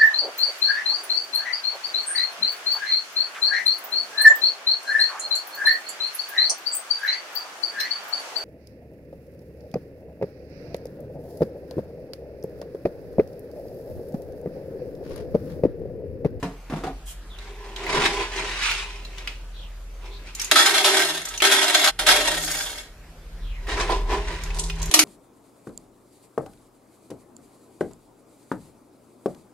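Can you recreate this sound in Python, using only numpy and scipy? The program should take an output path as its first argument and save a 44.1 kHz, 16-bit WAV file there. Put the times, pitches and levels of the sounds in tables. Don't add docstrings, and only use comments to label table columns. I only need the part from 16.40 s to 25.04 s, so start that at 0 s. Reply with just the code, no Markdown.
import sys
import numpy as np
from scipy import signal
from scipy.fft import rfft, irfft, next_fast_len
from scipy.io import wavfile
from scipy.ndimage import uniform_filter1d

SR = 44100
rng = np.random.default_rng(int(sys.argv[2]) if len(sys.argv) > 2 else 0)


def waveform_to_disk(signal):
    frames = np.transpose(np.atleast_2d(signal))
    scaled = np.clip(frames, -1, 1) * 32767
    samples = np.round(scaled).astype(np.int16)
    wavfile.write(sys.argv[1], SR, samples)


N = 381024
T = np.arange(N) / SR
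HUM_HZ = 40.6

# time in seconds, level in dB before the dips.
HUM = [(0, -43), (1.0, -40.5), (1.8, -38), (3.72, -36.5), (4.06, -45), (5.52, -44), (6.1, -41), (6.4, -48)]
# time in seconds, firings a second, level in dB.
ENGINE = [(5.6, 11, -47), (6.3, 10.7, -49.5), (6.8, 12.1, -42), (7.05, 13.0, -35.5), (7.3, 13.5, -30),
          (7.65, 13.3, -29), (8.05, 13.3, -27), (8.25, 13.7, -29.5), (8.499, 14.1, -27.5)]
# pitch in Hz, level in dB.
TUB = [(50, -7), (200, -17), (400, -10), (1100, -12), (2000, -28.5), (5000, -46)]
# pitch in Hz, width in Hz, strength in dB over the colour.
TUB_RINGS = [(150.5, 25, 7.8), (251, 18, 10.5), (349, 36, 12), (406, 30, 19.5), (530, 11, 3.9),
             (637, 11, 10), (796, 140, 6.1), (998, 69, 15.7)]
# time in seconds, rattle level in dB.
POURS = [
    [(4.115, -25), (4.25, -24.5), (4.435, -22.5), (4.5, -18.5), (4.645, -23), (4.915, -43), (4.98, -35)],
    [(5.02, -16), (5.135, -17), (5.265, -23.5), (5.475, -20), (5.505, -30)],
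    [(5.59, -23.5), (5.645, -31), (5.685, -15), (5.8, -19), (6.03, -31.5), (6.25, -33), (6.365, -39.5),
     (6.5, -57)],
    [(8.51, -44), (8.56, -30), (8.595, -24), (8.64, -32)],
]
# pitch in Hz, level in dB.
JUG = [(290, -67), (520, -17), (609, -7), (1060, -8), (1550, -7.5), (3410, -7.5), (11200, -13.5),
       (14600, -30.5)]
# pitch in Hz, width in Hz, strength in dB over the colour.
JUG_RINGS = [(608, 50, 5.5), (767, 120, 3), (945, 34, 6), (1302, 64, 9), (1565, 76, 11), (1866, 140, 6.5),
             (2170, 135, 7), (2730, 39, 7), (3200, 220, 4), (3430, 69, 9.5), (3670, 71, 5.5),
             (4100, 350, 2.5), (5150, 260, 2.5), (6730, 73, 2)]


def gain_of(db):
    return 10 ** (np.asarray(db) / 20)


def evened(x):
    return x / np.sqrt(np.mean(x ** 2) + 1e-20)


def read(points, hz):
    f, value = np.transpose(points)
    return np.interp(np.log(hz + 1), np.log(f + 1), value)


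def track(tables, column, silent=-120.):
    out = np.full(N, silent)
    several = np.ndim(tables[0]) == 2
    for rows in tables if several else [tables]:
        rows = np.array(rows, dtype=float)
        on = (T >= rows[0, 0]) & (T <= rows[-1, 0])
        out[on] = np.interp(T[on], rows[:, 0], rows[:, column])
    return out


def body(colour, rings, spread_db=0., tilt_db=0., size=4096):
    hz = np.fft.rfftfreq(size, 1 / SR)
    power = np.ones(len(hz))
    for f, width, db in rings:
        strength = gain_of(db + spread_db * rng.standard_normal())
        shifted = f * (1 + 0.0017 * spread_db * rng.standard_normal())
        power += strength ** 2 / (0.5 + (2 * (hz - shifted) / width) ** 2)
    broad_db = np.maximum(read(colour, hz) + tilt_db * np.log2(hz / 500 + 0.11), -100)
    fold = irfft(np.log(gain_of(broad_db) * np.sqrt(power)))
    fold[1:size // 2] *= 2
    fold[size // 2 + 1:] = 0
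    ring = irfft(np.exp(rfft(fold)))
    return ring / np.linalg.norm(ring)


def rattle(level_db, colour, rings, per_s, uneven_db, clumpy_db, spread_db, rough=1., count=8, size=1024):
    force = gain_of(uneven_db * np.minimum(rng.exponential(1, N), 3.5)) * rng.choice([-1., 1.], N)
    clumps = evened(uniform_filter1d(uniform_filter1d(rng.standard_normal(N), 400), 400))
    struck = rng.random(N) < per_s / SR
    blows = evened(force * struck * gain_of(clumpy_db * clumps)) * gain_of(level_db)
    place = np.repeat(rng.integers(0, count, N // size + 1), size)[:N]
    touches = (rng.random((count, 512)) < .06) * rng.standard_normal((count, 512))
    chatter = rough * touches * gain_of(-60 * T[:512] / 0.034)
    chatter[:, 0] = 3.5
    out = np.zeros(N)
    for k, contact in enumerate(chatter):
        hit = np.convolve(contact / np.linalg.norm(contact), body(colour, rings, spread_db))
        out += signal.oaconvolve(blows * (place == k), hit)[:N]
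    return out


def burst(db, t60, ring, rise_s, uneven_db=0.):
    t = np.arange(8192) / SR
    bounces = rng.standard_normal(8192) * gain_of(uneven_db * rng.exponential(1, 8192))
    flurry = bounces * np.minimum(t / rise_s, 1) * gain_of(-60 * t / t60)
    sound = signal.fftconvolve(flurry, ring)[:8192]
    return gain_of(db) * sound / abs(sound).max()


def add(mix, s, sound):
    part = mix[round(s * SR):][:len(sound)]
    part += sound[:len(part)]


def resonate(x, hz, width):
    turn = np.exp(2j * np.pi * np.cumsum(hz) / SR)
    r = np.exp(-np.pi * width / SR)
    return 2 * (turn * signal.lfilter([1 - r], [1, -r], x / turn + 1e-18)).real


def dips():
    # start in seconds, deepest point in seconds, end in seconds, depth in dB.
    dip_rows = [(4.075, 4.55, 4.93, -23), (4.97, 5.3, 5.52, -21)]
    out = np.zeros(N)
    for s, deepest, end, db in dip_rows:
        depth = np.interp(T, [s, deepest, end], [0, 1, 0])
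        out += db * np.sin(np.pi / 2 * depth) ** 0.64
    return out


def hum():
    return np.sqrt(2) * gain_of(track(HUM, 1) + dips()) * np.sin(2 * np.pi * HUM_HZ * T)


def deep_noise():
    floor_db, dip_share = -54.5, 0.39
    band = signal.butter(2, [30, 115], "bandpass", fs=SR, output="sos")
    noise = evened(signal.sosfilt(band, rng.standard_normal(N)))
    beside_hum_db = floor_db + dip_share * dips()
    beside_engine_db = np.maximum(track(ENGINE, 2) - 24.0, floor_db)
    return gain_of(np.where(T < HUM[-1][0], beside_hum_db, beside_engine_db)) * noise


def room_note():
    # time in seconds, level in dB.
    note_levels = [(4.55, -63), (4.72, -49.5), (4.9, -62.5), (5.6, -61), (6.04, -43.5), (6.4, -67.5),
                   (6.8, -56.5), (7.26, -54), (7.45, -45), (7.65, -51), (8.05, -45), (8.44, -38),
                   (8.5, -40)]
    note_hz = 161.5
    wavering = evened(resonate(rng.standard_normal(N), np.full(N, note_hz), 5.3))
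    note = evened(np.sin(2 * np.pi * note_hz * T) + 0.19 * wavering)
    from_start = [(0, note_levels[0][1])] + note_levels
    return gain_of(track(from_start, 1)) * note


def air():
    # pitch in Hz, level in dB.
    air_colour = [(82, -27), (140, -7.5), (415, -7), (612, -8), (885, -12.5), (1750, -13), (12900, -31),
                  (14500, -30)]
    hz = np.fft.rfftfreq(1024, 1 / SR)
    real, imaginary, patches = rng.standard_normal((N // 256 + 5, 513, 3)).T
    patches = evened(uniform_filter1d(uniform_filter1d(patches, 12, 0), 14, 1))
    z = (real + 1j * imaginary) * gain_of(read(air_colour, hz)[:, None] + 2.4 * patches)
    return gain_of(-53) * evened(signal.istft(z, nperseg=1024, noverlap=768)[1][:N])


def lid():
    # start in seconds, peak in dB, time to fall 60 dB in seconds,
    # hardness in dB per octave, loudest ring in Hz.
    knocks = [(.027, -16.5, 0.15, 0, 161), (.109, -35.5, 0.24, -1, 420), (0.298, -22.5, 0.28, 0, 280),
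              (.322, -20, .09, -2, 397), (.335, -15.5, 0.062, -2, 159), (.36, -23.5, 0.31, 0, 254),
              (.436, -18, 0.17, -0.5, 292), (.466, -21, 0.14, -0.5, 755)]
    # pitch in Hz, level in dB.
    lid_colour = [(35, -35), (60, -14), (277, -12.5), (432, -13), (735, -11.5), (12000, -45), (15600, -73)]
    # pitch in Hz, width in Hz, strength in dB over the colour.
    lid_rings = [(150, 14, 10), (276, 26, 11.2), (446, 16, 10), (710, 9, 1.8)]
    out = np.zeros(N)
    for s, db, t60, tilt_db, hz in knocks:
        ring = body(lid_colour, lid_rings + [(hz, 60, 9)], 0.79, tilt_db)
        add(out, s, burst(db, t60, ring, rise_s=0.001))
    return out


def drone():
    # time in seconds, pitch in Hz, level in dB.
    drone_rows = [(.19, 47.5, -68), (.55, 48.6, -40), (.8, 49.5, -43), (1.1, 51, -48), (1.4, 54, -57),
                  (2.4, 57, -51), (3.8, 59, -52), (4.15, 60, -66)]
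    turns = np.cumsum(track(drone_rows, 1, 0.)) / SR
    return np.sqrt(2) * gain_of(track(drone_rows, 2)) * np.sin(2 * np.pi * turns)


def sleeve():
    # start in seconds, end in seconds, level in dB,
    # centre at the start in Hz, centre at the end in Hz, width in Hz.
    swishes = [(0.646, 0.746, -44.5, 8360, 8450, 8100), (0.655, 0.744, -50, 3100, 3000, 500),
               (0.873, 0.997, -53, 4150, 2680, 500), (2.473, 2.61, -60.5, 3610, 4000, 1200),
               (3.116, 3.293, -50, 4100, 2730, 900), (3.696, 3.8, -49.5, 3600, 3980, 1100),
               (6.98, 7.262, -52, 4100, 1260, 900)]
    out = np.zeros(N)
    for s, end, db, from_hz, to_hz, width in swishes:
        hz = np.linspace(from_hz, to_hz, round((end - s) * SR))
        noise = rng.standard_normal(len(hz))
        hiss = resonate(resonate(noise, hz, width), hz, width)
        add(out, s, gain_of(db) * evened(hiss) * signal.windows.tukey(len(hz), .7))
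    return out


def shoves(column):
    # peak in seconds, rise in seconds, fall in seconds,
    # crunch level in dB, push on the tub walls in dB.
    pushes = [(0.99, 0.053, 0.23, -52.5, -50), (1.075, 0.11, 0.17, -48.5, -45.5),
              (1.275, 0.24, 0.13, -50, -42.5), (1.38, 0.035, 0.78, -44, -39.5),
              (1.568, 0.14, 0.052, -25.5, -20.5), (1.663, 0.14, 0.052, -23, -21.5),
              (1.819, 0.45, 0.071, -30.5, -28.5), (1.975, 0.18, 0.66, -33, -34), (2.3, 0.34, 0.2, -26, -49),
              (2.79, 0.16, 0.15, -46, -50.5), (2.88, 0.038, 0.12, -43, -50),
              (3.645, 0.049, 0.18, -49, -43.5), (3.875, 0.12, 0.2, -49, -58), (4.0, 0.038, 0.18, -37, -51),
              (4.1, 0.053, 0.034, -40, -46), (7.289, 0.016, 0.14, -30, -27),
              (7.41, 0.11, 0.067, -28.5, -21), (7.518, 0.07, 0.092, -30.5, -21),
              (7.733, 0.08, 0.093, -31, -22), (7.915, 0.16, 0.13, -37.5, -35), (8.08, 0.65, 0.18, -43, -43),
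              (8.17, 0.13, 0.35, -50.5, -37.5), (8.42, 0.14, 0.44, -43.5, -41)]
    span_db = 20
    t = T[::64]
    each = []
    for row in pushes:
        away = np.maximum((row[0] - t) / row[1], (t - row[0]) / row[2])
        each.append(row[column] - span_db * away)
    return np.interp(T, t, 10 * np.log10((gain_of(each) ** 2).sum(0) + 1e-12))


def crunch():
    # pitch in Hz, level in dB.
    crunch_colour = [(530, -33.5), (900, -2.5), (1350, -2.5), (1900, -1.5), (2800, -1.5), (5300, -8.5),
                     (9500, -20), (12000, -31.5), (14000, -70)]
    # time in seconds, pitch in Hz.
    cup_pitch = [(2.1, 1920), (2.3, 2600), (3.0, 2620), (7.2, 1850)]
    out = rattle(shoves(column=3), crunch_colour, [], per_s=3200, uneven_db=2.0, clumpy_db=1.77,
                 spread_db=0., rough=0.52)
    hollow_hz = np.interp(T, *np.transpose(cup_pitch))
    return out + gain_of(-2) * resonate(out, hollow_hz, width=600)


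def tub_drumming():
    return rattle(shoves(column=4), TUB, TUB_RINGS, per_s=1600, uneven_db=2.0, clumpy_db=0.5,
                  spread_db=-0.2, rough=0.31)


def ticks():
    # start in seconds, peak in dB, pitch in Hz.
    tick_rows = [(0.9857, -32, 3750), (1.3615, -24, 3500), (1.465, -21, 2000), (1.658, -16, 2140),
                 (2.232, -26, 7500), (2.3127, -16, 2503), (2.649, -31.5, 4100), (2.782, -25.5, 3370),
                 (2.874, -16, 2700), (3.95, -21, 7040), (3.997, -15.5, 5760), (4.015, -16, 6340),
                 (4.045, -18.5, 6900), (4.853, -20.5, 7300), (4.886, -23, 6500), (4.9394, -23, 3920),
                 (4.976, -16.5, 6170), (5.0028, -14, 2700), (7.269, -26, 2000), (7.925, -32, 2400),
                 (8.036, -25.5, 6440), (8.104, -27, 2580), (8.187, -23, 5340), (8.2988, -18.5, 2880),
                 (8.428, -20.5, 7000), (8.4577, -23, 7000)]
    out = np.zeros(N)
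    for s, db, hz in tick_rows:
        colour = [(hz / 8, -30), (hz / 2.7, -8), (hz, 0), (hz * 1.41, -7), (hz * 4, -24)]
        ring = body(colour, [(hz, 900, 3), (1.74 * hz, 900, 2)])
        add(out, s, burst(db, 0.037, ring, rise_s=0.00011))
    return out


def bumps():
    # start in seconds, peak in dB, time to fall 60 dB in seconds.
    bump_rows = [(1.541, -12.5, 0.06), (1.572, -14.5, 0.095), (7.495, -11, 0.052), (7.529, -19, 0.12),
                 (7.695, -20, 0.043), (7.715, -19, 0.078)]
    out = np.zeros(N)
    for s, db, t60 in bump_rows:
        ring = body(TUB, TUB_RINGS, spread_db=2.0, tilt_db=0.7)
        add(out, s, burst(db, t60, ring, rise_s=0.004))
    return out


def clumps_landing():
    # start in seconds, peak in dB, time to fall 60 dB in seconds.
    clump_rows = [(4.113, 1, 0.026), (4.119, 0, 0.025), (4.155, 0.5, 0.2), (4.183, -3, 0.25),
                  (4.256, -6, 0.26), (4.292, -10, 0.052), (4.338, -9.5, 0.35), (4.379, -5.5, 0.046),
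                  (4.442, -4, 0.25), (4.542, -10, 0.079), (4.62, -12, 0.069), (4.569, -5, 0.03),
                  (5.02, -5, 0.076), (5.049, -2, 0.052), (5.078, -18, 0.04), (5.108, -6.5, 0.48),
                  (5.213, -12.5, 0.06), (5.28, -11, 0.094), (5.297, -7, 0.068), (5.346, -1, 0.065),
                  (5.44, -7.5, 0.13), (5.474, -4.5, 0.051), (5.592, -9, 0.03), (5.663, -5.5, 0.21),
                  (5.738, -22, 0.21), (8.513, -11.5, 0.021), (8.539, 4.5, 0.044), (8.564, -18, 0.11),
                  (8.591, 4.5, 0.035)]
    closer_s, closer_tilt_db = 8.5, 1.5
    out = np.zeros(N)
    for s, db, t60 in clump_rows:
        if s > closer_s:
            ring = body(JUG, [], spread_db=3.0, tilt_db=closer_tilt_db)
        else:
            ring = body(JUG, JUG_RINGS, spread_db=3.0)
        add(out, s, burst(db, t60, ring, rise_s=0.022 * t60, uneven_db=1.5))
    return out


def pour_rattle():
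    return rattle(track(POURS, 1), JUG, JUG_RINGS, per_s=2600, uneven_db=1.5, clumpy_db=3.5,
                  spread_db=2.0, rough=0.61, count=12)


def boom_level(ring):
    # low, middle and high ring, each in dB over the rattle before start lift and fade.
    over_rattle = [(-21, -6.5, -24), (-19.5, -13, -25), (-20.5, -25, -13), (-2.5, -16, -25)]
    # low, middle and high ring, each in dB per second.
    fade = (0, -8, 2)
    start_db, settle_s, smooth_s = 3, 0.05, 0.09
    out = np.full(N, -120.)
    for rows, db in zip(POURS, over_rattle):
        on = (T >= rows[0][0]) & (T <= rows[-1][0])
        since = T[on] - rows[0][0]
        flow = uniform_filter1d(track(rows, 1)[on], round(smooth_s * SR))
        out[on] = flow + db[ring] + fade[ring] * since + start_db * np.exp(-since / settle_s)
    return out


def jug_boom():
    # pitch in Hz, level in dB.
    boom_colour = [(150, -69), (260, -8), (410, -7.5), (500, -21.5), (620, -22), (800, -58)]
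    # pitch in Hz, width in Hz, strength in dB over the colour.
    boom_rings = [(305.5, 34, 17), (388, 26, 32), (606, 45, 36)]
    out = np.zeros(N)
    for k, ring in enumerate(boom_rings):
        hollow = rattle(0, boom_colour, [ring], per_s=2500, uneven_db=2.5, clumpy_db=0.,
                        spread_db=0.4, rough=0.21)
        swell = np.sqrt(abs(uniform_filter1d(hollow ** 2, size=1024)) + .05)
        out += gain_of(boom_level(k)) * hollow / swell
    return out


def engine():
    # multiple of the firing rate, level in dB before lift and waver.
    orders_db = [(2, -28), (3, 8), (4, 5), (5, -5), (6, -8.5), (7, -11)]
    rate = track(ENGINE, 1, ENGINE[0][1])
    turns = np.cumsum(rate) / SR
    turns -= np.interp(7.807, T, turns)
    waver = evened(uniform_filter1d(rng.standard_normal((len(orders_db), N)), 6000))
    out, power = np.zeros(N), np.zeros(N)
    for (k, db), w in zip(orders_db, waver):
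        lift = 1 + 1.8 / (1 + ((k * rate - HUM_HZ) / 1.44) ** 2)
        out += lift * gain_of(db + 3.4 * w) * np.cos(2 * np.pi * k * turns + 0.37 * w[::-1])
        power += (lift * gain_of(db)) ** 2 / 2
    return gain_of(track(ENGINE, 2)) * out / np.sqrt(power)


def tray_skitter():
    # time in seconds, level in dB.
    skitter_levels = [(5.8, -58), (6.0, -32.5), (6.25, -36.5), (6.4, -45.5), (6.47, -90)]
    # pitch in Hz, level in dB.
    tray_colour = [(2000, -38), (4500, -2.5), (9000, -5), (14500, -13.5)]
    return rattle(track(skitter_levels, 1), tray_colour, [(6900, 200, 5)], per_s=900, uneven_db=3.5,
                  clumpy_db=2.2, spread_db=2.5)


def trickle():
    # time in seconds, level in dB.
    trickle_levels = [(7.9, -61), (8.02, -63), (8.25, -41.5), (8.5, -45)]
    # pitch in Hz, level in dB.
    loose_colour = [(1500, -25), (4000, 0.5), (7500, 0), (10500, -7), (14500, -32)]
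    return rattle(track(trickle_levels, 1), loose_colour, [], per_s=130, uneven_db=1.5, clumpy_db=7.0,
                  spread_db=0.)


def echoes(shrink):
    # pitch in Hz, time to fall 60 dB in seconds before shrinking.
    room_decay = [(200, 0.42), (1000, 0.33), (4000, 0.32), (12000, 0.31)]
    taps = np.zeros(SR // 2)
    at = np.arange(0, SR // 2 - 20, 20)
    taps[at + rng.integers(0, 20, len(at))] = rng.choice([-1., 1.], len(at))
    hz, t, z = signal.stft(taps, SR, nperseg=64)
    decay = gain_of(-60 * t / (shrink * read(room_decay, hz))[:, None])
    tail = signal.istft(z * decay, SR, nperseg=64)[1]
    return tail / np.linalg.norm(tail)


def scatter(x, make, per_s, count=3):
    turn = np.pi * per_s * T
    out = np.zeros(N)
    for k in range(count):
        share = np.sqrt(2 / count) * np.cos(turn + np.pi * k / count)
        out += signal.oaconvolve(x * share, make())[:N]
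    return out


def scene():
    # pitch in Hz, side over mid in dB.
    side_colour = [(60, -39), (180, -19), (400, -20), (900, -11.5), (2000, -4), (5000, -0.5), (14000, 4)]
    # start in seconds, end in seconds.
    hush_from, hush_to = (5.497, 5.59)
    near = lid() + sleeve() + crunch() + tub_drumming() + ticks() + bumps()
    near += clumps_landing() + pour_rattle() + jug_boom() + tray_skitter() + trickle()
    wet = gain_of(-5.0)
    hush_at = [hush_from, hush_from + .018, hush_to - .008, hush_to + .008]
    heard = (1 - np.interp(T, hush_at, [0, .93, .9, 0])) / np.sqrt(1 + wet ** 2)
    mid = heard * (near + wet * scatter(near, lambda: echoes(0.88), per_s=3.1))
    side = heard * scatter(near, lambda: echoes(0.12) + wet * echoes(1), per_s=6) + air()
    lead_s, lead_hz = 3e-5, 1800
    size = next_fast_len(N)
    hz = np.fft.rfftfreq(size, 1 / SR)
    lead = 2j * np.pi * hz * lead_s / (1 + (hz / lead_hz) ** 2)
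    side = irfft(rfft(side, size) * gain_of(read(side_colour, hz)) + rfft(mid, size) * lead, size)[:N]
    ports = np.array([mid + side, mid - side]) * gain_of([[-.3], [.3]])
    rumble = hum() + deep_noise() + room_note() + drone() + engine()
    return ports + air() + rumble


def record(dry):
    held = np.tanh(dry / .92) * .92
    low_pass = signal.firwin(255, 14800, window=("kaiser", 9), fs=SR)
    return signal.oaconvolve(held, low_pass[None], "same")


dry = scene()
out = record(dry)
waveform_to_disk(out)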